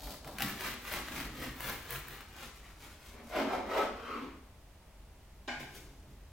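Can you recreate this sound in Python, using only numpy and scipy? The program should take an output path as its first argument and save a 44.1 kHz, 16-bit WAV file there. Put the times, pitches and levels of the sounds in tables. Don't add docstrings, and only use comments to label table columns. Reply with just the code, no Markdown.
import sys
import numpy as np
from scipy import signal
from scipy.fft import rfft, irfft, next_fast_len
from scipy.io import wavfile
from scipy.ndimage import map_coordinates

SR = 44100
rng = np.random.default_rng(int(sys.argv[2]) if len(sys.argv) > 2 else 0)


def unload_wav(signal):
    wavfile.write(
        sys.argv[1],
        SR,
        np.round(np.clip(np.atleast_2d(signal).T, -1, 1) * 32767).astype(np.int16),
    )


N = 278704


# fastest moment in seconds, rise in seconds, fall in seconds, crunch in dB,
# splinters in dB, thud on the board in dB, rocking of the table in dB.
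SAW_STROKES = [(0.435, 0.042, 0.08, -40, -43, -42.5, -54), (0.655, 0.07, 0.084, -40.5, -47.5, -46.5, -62),
               (0.955, 0.089, 0.054, -40, -45, -47.5, -51), (1.19, 0.12, 0.069, -42, -50.5, -45.5, -49.5),
               (1.445, 0.091, 0.063, -45, -51.5, -42.5, -48), (1.68, 0.081, 0.088, -42, -45.5, -49.5, -53),
               (1.94, 0.077, 0.053, -44.5, -46.5, -52, -49), (2.11, 0.071, 0.13, -51.5, -55.5, -58, -63),
               (2.43, 0.1, 0.064, -50, -55, -58.5, -68), (2.56, 0.036, 0.037, -62, -61, -70, -72),
               (2.68, 0.097, 0.068, -59, -67, -67.5, -74), (2.83, 0.05, 0.13, -57, -60, -63, -72),
               (3.055, 0.05, 0.084, -58.5, -60.5, -64, -62), (3.3, 0.058, 0.039, -68, -60.5, -72, -72)]
STROKE_ROUNDNESS = 1.53
THUD_LAG_S, THUD_WIDTH = 0.016, 1.1
SWAY_WIDTH = 1.46
CRUMB_FROM_S, CRUMB_BY_S = 2, 2.47
DULL_FROM_S, DULL_SHARE = 0.95, 0.27

# start in seconds, sharp edge in dB, body in dB above the edge.
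CRUST_SNAPS = [(0.246, -49, 13), (0.2753, -35, 2), (0.3849, -31.5, 6), (0.398, -34, 4), (0.406, -28, 5.5),
               (0.4219, -13.5, -5), (0.608, -34, 9), (0.851, -40, 7.5), (0.938, -32, 9), (1.084, -40.5, 10),
               (1.606, -23.5, -5.5), (1.696, -21.5, -15), (1.9072, -19.5, -12), (2.084, -28, -11),
               (2.207, -45, 10.5), (2.431, -42, -1)]

# fastest moment in seconds, rise in seconds,
# fall in seconds, dull rub in dB, scratch in dB.
SETTLING_MOVES = [(0.09, 0.11, 0.074, -51, -50), (0.275, 0.034, 0.085, -49, -57.5)]

# fastest moment in seconds, rise in seconds,
# fall in seconds, wood in dB, rasp in dB, the board's lowest resonance in dB.
BOARD_SCRAPES = [(3.19, 0.085, 0.066, -53, -62.5, -52.5), (3.385, 0.053, 0.057, -28, -39, -31.5),
                 (3.54, 0.076, 0.062, -30, -47.5, -38), (3.785, 0.089, 0.069, -27, -41, -43)]
SCRAPE_ROUNDNESS = 1.78
DRAG_LAG_S, DRAG_WIDTH = 0.033, 1.1

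# time in seconds, rub in dB, the board's lowest resonance in dB.
BLADE_SLIDE = [(3.9, -56, -53), (3.99, -47, -63), (4.11, -40.5, -50), (4.25, -42, -42), (4.44, -73, -73)]
MUFFLE_FROM_S, MUFFLE_BY_S = 4.157, 4.236
GLIDE_FROM_S, GLIDE_BY_S = 4.03, 4.24
GLIDE_SHARE = 0.16

# fastest moment in seconds, rise in seconds, fall in seconds,
# rustle in dB, thud in dB.
HAND_MOVES = [(5.603, 0.0054, 0.024, -55, -50.5), (5.753, 0.0083, 0.033, -53, -71),
              (5.77, 0.18, 0.14, -66, -56.5), (6.11, 0.069, 0.049, -74, -63.5)]

# start in seconds, level in dB.
TABLE_CONTACTS = [(5.4776, -31.5), (5.481, -31.5), (5.489, -35), (5.501, -38), (5.517, -38), (5.598, -36.5),
                  (5.625, -43)]

# pitch in Hz, width in Hz, level in dB.
BOARD_MODES = [(324, 39, 2.5), (437, 66, 0), (560.6, 8.8, 10), (635, 3, 5.5), (731, 23, 1.5), (872, 50, -2),
               (893, 18, 3.5), (1150, 38, -3.5), (1301, 24.6, 6), (1453, 58, -6), (2090, 160, -27),
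               (2560, 47, -15)]
BOARD_LOWEST_MODE = [(248.6, 82, 0)]
BLADE_MODES = [(338, 83, -2), (436, 62, 1), (547, 48, -5), (1083, 162, 0), (1365, 152, 0), (2290, 460, -13),
               (2940, 280, -13), (4200, 580, -23.5)]
KNIFE_MODES = [(247, 35, -8.5), (720, 93, -6.5), (832, 50, -4.5), (1026, 22, -0.5), (1455, 35, -6),
               (1604, 59, -3), (2185, 71, -7.5), (2400, 114, -7), (2950, 28, -17)]
HUM_MODES = [(42.9, 2.4, 5), (55, 12, -6), (70.7, 2.4, -8)]

# frequency in Hz, relative level in dB per Hz.
CRUNCH_COLOUR = [(200, -14.5), (380, -0.5), (700, -1), (1200, 1.5), (1900, 2.1), (2800, -0.8), (4000, -3.8),
                 (5400, -8.5), (9000, -14), (12000, -14.5), (16000, -65)]
SPLINTER_COLOUR = [(3000, -30), (6000, -13), (10000, -7), (12500, -2), (14500, 1), (16000, 1)]
CRUMB_COLOUR = [(700, -2.5), (2500, 2), (5500, 0.5), (9000, -3), (15000, -4)]
THUD_COLOUR = [(70, -14.5), (105, -12), (135, 3), (165, -9), (215, -0.5), (330, -4), (450, -12), (800, -26),
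               (2000, -86)]
CRACK_COLOUR = [(200, -26), (700, -0.5), (1800, 4), (3200, -4), (6000, -11.5), (12000, -13)]
RUB_COLOUR = [(200, -25.5), (450, 1.5), (800, 2.5), (1200, -5), (2000, -20), (5000, -28), (16000, -44)]
RUSTLE_COLOUR = [(500, -21), (2000, -6.5), (4200, 4.5), (7000, -4), (10000, -4), (15000, -2)]
RASP_COLOUR = [(800, -23), (1500, 4), (2200, 6), (3000, 0.5), (4000, -4.5), (5500, -10), (7500, -19),
               (11000, -21.5), (14000, -15), (16000, -22)]
CLATTER_COLOUR = [(200, -4), (700, -11), (1800, 0), (3200, 1), (4500, -3.5), (7000, -9.5), (9000, -18.5),
                  (14000, -26)]
AIR_COLOUR = [(47, -13.5), (80, -4.5), (98, -14), (174, -19), (404, -25.5), (515, -26.5), (643, -23),
              (702, -26.5), (917, -26), (1220, -31), (2430, -33.5), (3390, -35.5), (16000, -45.5)]

# frequency in Hz, likeness of left and right (1 = the same).
LEFT_RIGHT_LIKENESS = [(100, .98), (300, .94), (550, .78), (1000, .68), (2200, .6), (4200, -.1),
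                       (8000, .28), (13000, .54)]
# frequency in Hz, left minus right in dB.
LEFT_LEAN = [(200, 0.37), (1000, 0.64), (2200, 1.2), (4200, 2.6), (8000, 2.8), (14000, 0.89)]
# frequency in Hz, time to fade by 60 dB in seconds.
KITCHEN_FADE = [(150, 0.47), (600, 0.61), (2500, 0.65), (7000, 0.67), (15000, 0.066)]
TOP_HZ = 15950


def sawing():
    crunch, splinter = swells(SAW_STROKES, STROKE_ROUNDNESS)[:2]
    push = swells(SAW_STROKES, STROKE_ROUNDNESS, lag=THUD_LAG_S, width=THUD_WIDTH)[2]
    bite = unit(amp(1.2 * wobble(130)))
    body = amp(2.0) * crunch * unit(coloured(bite * grains(1800, spread_db=4.5), CRUNCH_COLOUR))
    lost_treble = DULL_SHARE * ramp(DULL_FROM_S, CRUMB_BY_S) * treble(body, 1800)

    flakes = bite * grains(1200, spread_db=7.0)
    depth = ramp(CRUMB_FROM_S, CRUMB_BY_S)
    crust_fizz = (1 - depth) * unit(coloured(flakes, SPLINTER_COLOUR))
    crumb_fizz = amp(-0.5) * depth * unit(coloured(flakes, CRUMB_COLOUR))
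    fizz = amp(4.0) * splinter * (crust_fizz + crumb_fizz)

    thud = amp(1.0) * push * unit(coloured(bite * grains(600, spread_db=4), THUD_COLOUR))
    return body - lost_treble + fizz + thud


def crackle():
    sawn = swells(SAW_STROKES, STROKE_ROUNDNESS)[1] * (1 - .5 * ramp(CRUMB_FROM_S, CRUMB_BY_S))
    scratched = swells(SETTLING_MOVES, STROKE_ROUNDNESS)[1]
    pops = grains(70, spread_db=3) * (sawn + scratched) * amp(-8)
    return coloured(pops, SPLINTER_COLOUR) + coloured(pops, CRACK_COLOUR)


def snaps():
    s, edge_db, body_db = np.transpose(CRUST_SNAPS)
    edge = bursts(s, edge_db + 8, life=0.0007, grit=0.3)
    body = bursts(s, edge_db + body_db + 12.5, life=0.0023, grit=0.39)
    return coloured(edge, SPLINTER_COLOUR) + coloured(body, CRACK_COLOUR)


def settling():
    rub, scratch = swells(SETTLING_MOVES, STROKE_ROUNDNESS)
    rubbing = unit(coloured(grains(1500, spread_db=2.5), RUB_COLOUR))
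    nudging = amp(-0.5) * unit(coloured(grains(600, spread_db=3), THUD_COLOUR))
    scratching = amp(2.5) * unit(coloured(grains(1200, spread_db=10), RUSTLE_COLOUR))
    return rub * (rubbing + nudging) + scratch * scratching


def scraping():
    wood, rasp = swells(BOARD_SCRAPES, SCRAPE_ROUNDNESS)[:2]
    drag = swells(BOARD_SCRAPES, SCRAPE_ROUNDNESS, lag=DRAG_LAG_S, width=DRAG_WIDTH)[2]
    s, *levels_db = np.transpose(BLADE_SLIDE)
    time = np.arange(N) / SR
    slide, slide_drag = [amp(np.interp(time, s, db, left=-np.inf, right=-np.inf)) for db in levels_db]

    slips = grains(1400, spread_db=2.0) * amp(1.4 * wobble(120))
    ringing = unit(rung(slips, BOARD_MODES))
    rubbing = amp(-1) * unit(coloured(grains(1400, spread_db=4.0), RUB_COLOUR))
    board = amp(-2.5) * wood * unit(ringing + rubbing)
    teeth = amp(1) * (rasp + amp(-14.5) * slide) * unit(coloured(slips, RASP_COLOUR))
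    low_ring = unit(rung(rung(slips, BOARD_LOWEST_MODE), BOARD_LOWEST_MODE))
    boom = amp(-2) * (drag + slide_drag) * low_ring
    blade_ring = unit(rung(grains(2500, spread_db=4.5), BLADE_MODES))
    blade = amp(-0.5) * slide * sinking(blade_ring)
    return board + muffled(blade) + teeth + boom


def sinking(x):
    speed = 1 + GLIDE_SHARE * (.5 - ramp(GLIDE_FROM_S, GLIDE_BY_S))
    return map_coordinates(x, [np.cumsum(speed)])


def muffled(x):
    return x - ramp(MUFFLE_FROM_S, MUFFLE_BY_S) * treble(x, 850)


def hand():
    rustle, nudge = swells(HAND_MOVES, roundness=1.04)
    crumbs = unit(coloured(grains(2500, spread_db=4), CRUMB_COLOUR))
    thud = unit(coloured(grains(500, spread_db=3), THUD_COLOUR))
    return amp(5.0) * rustle * crumbs + amp(4.0) * nudge * thud


def knife_down():
    s, db = np.transpose(TABLE_CONTACTS)
    blows = bursts(s, db + 21.0, life=0.0013, grit=0.25)
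    return rung(blows, KNIFE_MODES) + amp(-5.0) * coloured(blows, CLATTER_COLOUR)


def table():
    stroke_sway = swells(SAW_STROKES, STROKE_ROUNDNESS, lag=THUD_LAG_S, width=SWAY_WIDTH)[3]
    first_touch = amp(3) * swells(SETTLING_MOVES[:1], STROKE_ROUNDNESS)[0]
    top = [(49.8, 20, 0)]  # Hz, width in Hz, dB
    rumble = unit(rung(rung(rng.standard_normal(N), top), top))
    return amp(-0.5) * (stroke_sway + first_touch) * rumble


def room_tone():
    hum = rung(rung(rng.standard_normal(N), HUM_MODES), [(55.0, 43, 0)])
    hum = unit(filtered(unit(hum), lambda hz: 1 / (1 + (36 / (hz + 1)) ** 12)))
    air = unit(widened(coloured(rng.standard_normal((2, N)), AIR_COLOUR)))
    return amp(-59) * hum + amp(-57.5) * air


def kitchen(x, near_db, far_db):
    hop, length = SR // 5, SR // 2
    hz, t, z = signal.stft(rng.standard_normal((8, 2, length)), SR, nperseg=256)
    fading = amp(-60 * t / along(KITCHEN_FADE, hz)[:, None])
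    tails = signal.istft(z * fading, SR, nperseg=256)[1][..., :length]
    tails *= amp(far_db) / np.linalg.norm(tails, axis=-1, keepdims=True)
    fade = np.exp(-np.arange(length // 8) / SR / 0.0095)
    fade[:SR // 1000] = 0
    fade_size = np.linalg.norm(fade)

    padded = np.pad(x, (hop, 2 * hop))
    window = np.sin(np.linspace(0, np.pi, 2 * hop))
    echo = np.zeros((2, len(padded) + length))
    for k, start in enumerate(range(0, N + hop, hop)):
        walls = tails[k % len(tails)].copy()
        walls[:, :len(fade)] += amp(near_db) * rng.standard_normal((2, len(fade))) * fade / fade_size
        piece = window * padded[start:start + 2 * hop]
        answer = signal.fftconvolve(piece[None], walls, axes=1)
        echo[:, start:start + answer.shape[1]] += answer
    total = np.sqrt(1 + amp(near_db) ** 2 + amp(far_db) ** 2)
    return (x + widened(echo[:, hop:hop + N])) / total


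def widened(pair):
    def shares(hz):
        turn = np.arccos(np.clip(along(LEFT_RIGHT_LIKENESS, hz), -1, 1)) / 2
        return np.array([np.cos(turn), np.sin(turn)])
    mid, side = filtered(pair, shares)
    return np.array([mid + side, mid - side])


def swells(rows, roundness, lag=0, width=1):
    rows = np.array(rows)
    peak, rise, fall = rows.T[:3, :, None]
    clock = np.arange(0, N, 32) / SR
    t = clock - lag - peak
    speed = np.exp(-np.abs(t / (width * np.where(t < 0, rise, fall))) ** roundness)
    gains = np.sqrt(amp(rows[:, 3:].T) ** 2 @ speed ** 2)
    return [np.interp(np.arange(N) / SR, clock, gain) for gain in gains]


def grains(rate, spread_db):
    happens = rng.random(N) < rate / SR
    size = amp(spread_db * np.clip(rng.standard_normal(N), -3, 1.7))
    return unit(happens * size * rng.choice([-1, 1], N))


def bursts(times, levels_db, life, grit):
    out, t = np.zeros(N + SR), np.arange(SR // 20) / SR
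    for s, db in zip(times, levels_db):
        burst = grit * rng.standard_normal(len(t)) * np.exp(-t / life)
        burst[0] = 1
        out[round(s * SR):][:len(t)] += amp(db) * burst / np.linalg.norm(burst)
    return out[:N]


def rung(x, modes):
    def response(f):
        h = 0
        for k, (centre, width, db) in enumerate(modes):
            damping = 1j * f * width
            h = h + (-1) ** k * amp(db) * damping / (centre * centre - f * f + damping)
        return h / np.sqrt(np.mean(np.abs(h) ** 2))
    return filtered(x, response)


def coloured(x, spectrum):
    def response(hz):
        cepstrum = irfft(np.log(unit(amp(along(spectrum, hz))) + 1e-6))
        half = len(cepstrum) // 2
        cepstrum[1:half] *= 2
        cepstrum[half + 1:] = 0
        return np.exp(rfft(cepstrum))
    return filtered(x, response)


def treble(x, corner_hz):
    return filtered(x, lambda hz: hz ** 4 / (hz ** 4 + float(corner_hz) ** 4))


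def filtered(x, response):
    m = 2 * next_fast_len(N // 2 + SR // 4)
    return irfft(rfft(x, m) * response(np.fft.rfftfreq(m, 1 / SR)), m)[..., :N]


def wobble(rate):
    knots = rng.standard_normal(int(N * rate / SR) + 4)
    return map_coordinates(knots, [np.arange(N) * rate / SR])


def ramp(start, end):
    return np.interp(np.arange(N) / SR, [start, end], [0, 1])


def along(points, hz):
    f, v = np.transpose(points)
    return np.interp(np.log(hz + 1), np.log(f + 1), v)


def amp(db):
    return 10 ** (np.asarray(db) / 20)


def unit(x):
    return x / np.sqrt(np.mean(x ** 2) + 1e-20)


def scene():
    cutting = kitchen(settling() + sawing() + scraping() + hand(), near_db=0, far_db=-1)
    flakes = kitchen(snaps() + crackle(), near_db=-7, far_db=-5)
    aside = kitchen(knife_down(), near_db=1.5, far_db=8.5)
    leaning = filtered(cutting + flakes + aside, lambda hz: amp(np.outer([.5, -.5], along(LEFT_LEAN, hz))))
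    return leaning + table() + room_tone()


def record(dry):
    return filtered(dry, lambda hz: hz < TOP_HZ)


dry = scene()
out = record(dry)
unload_wav(out)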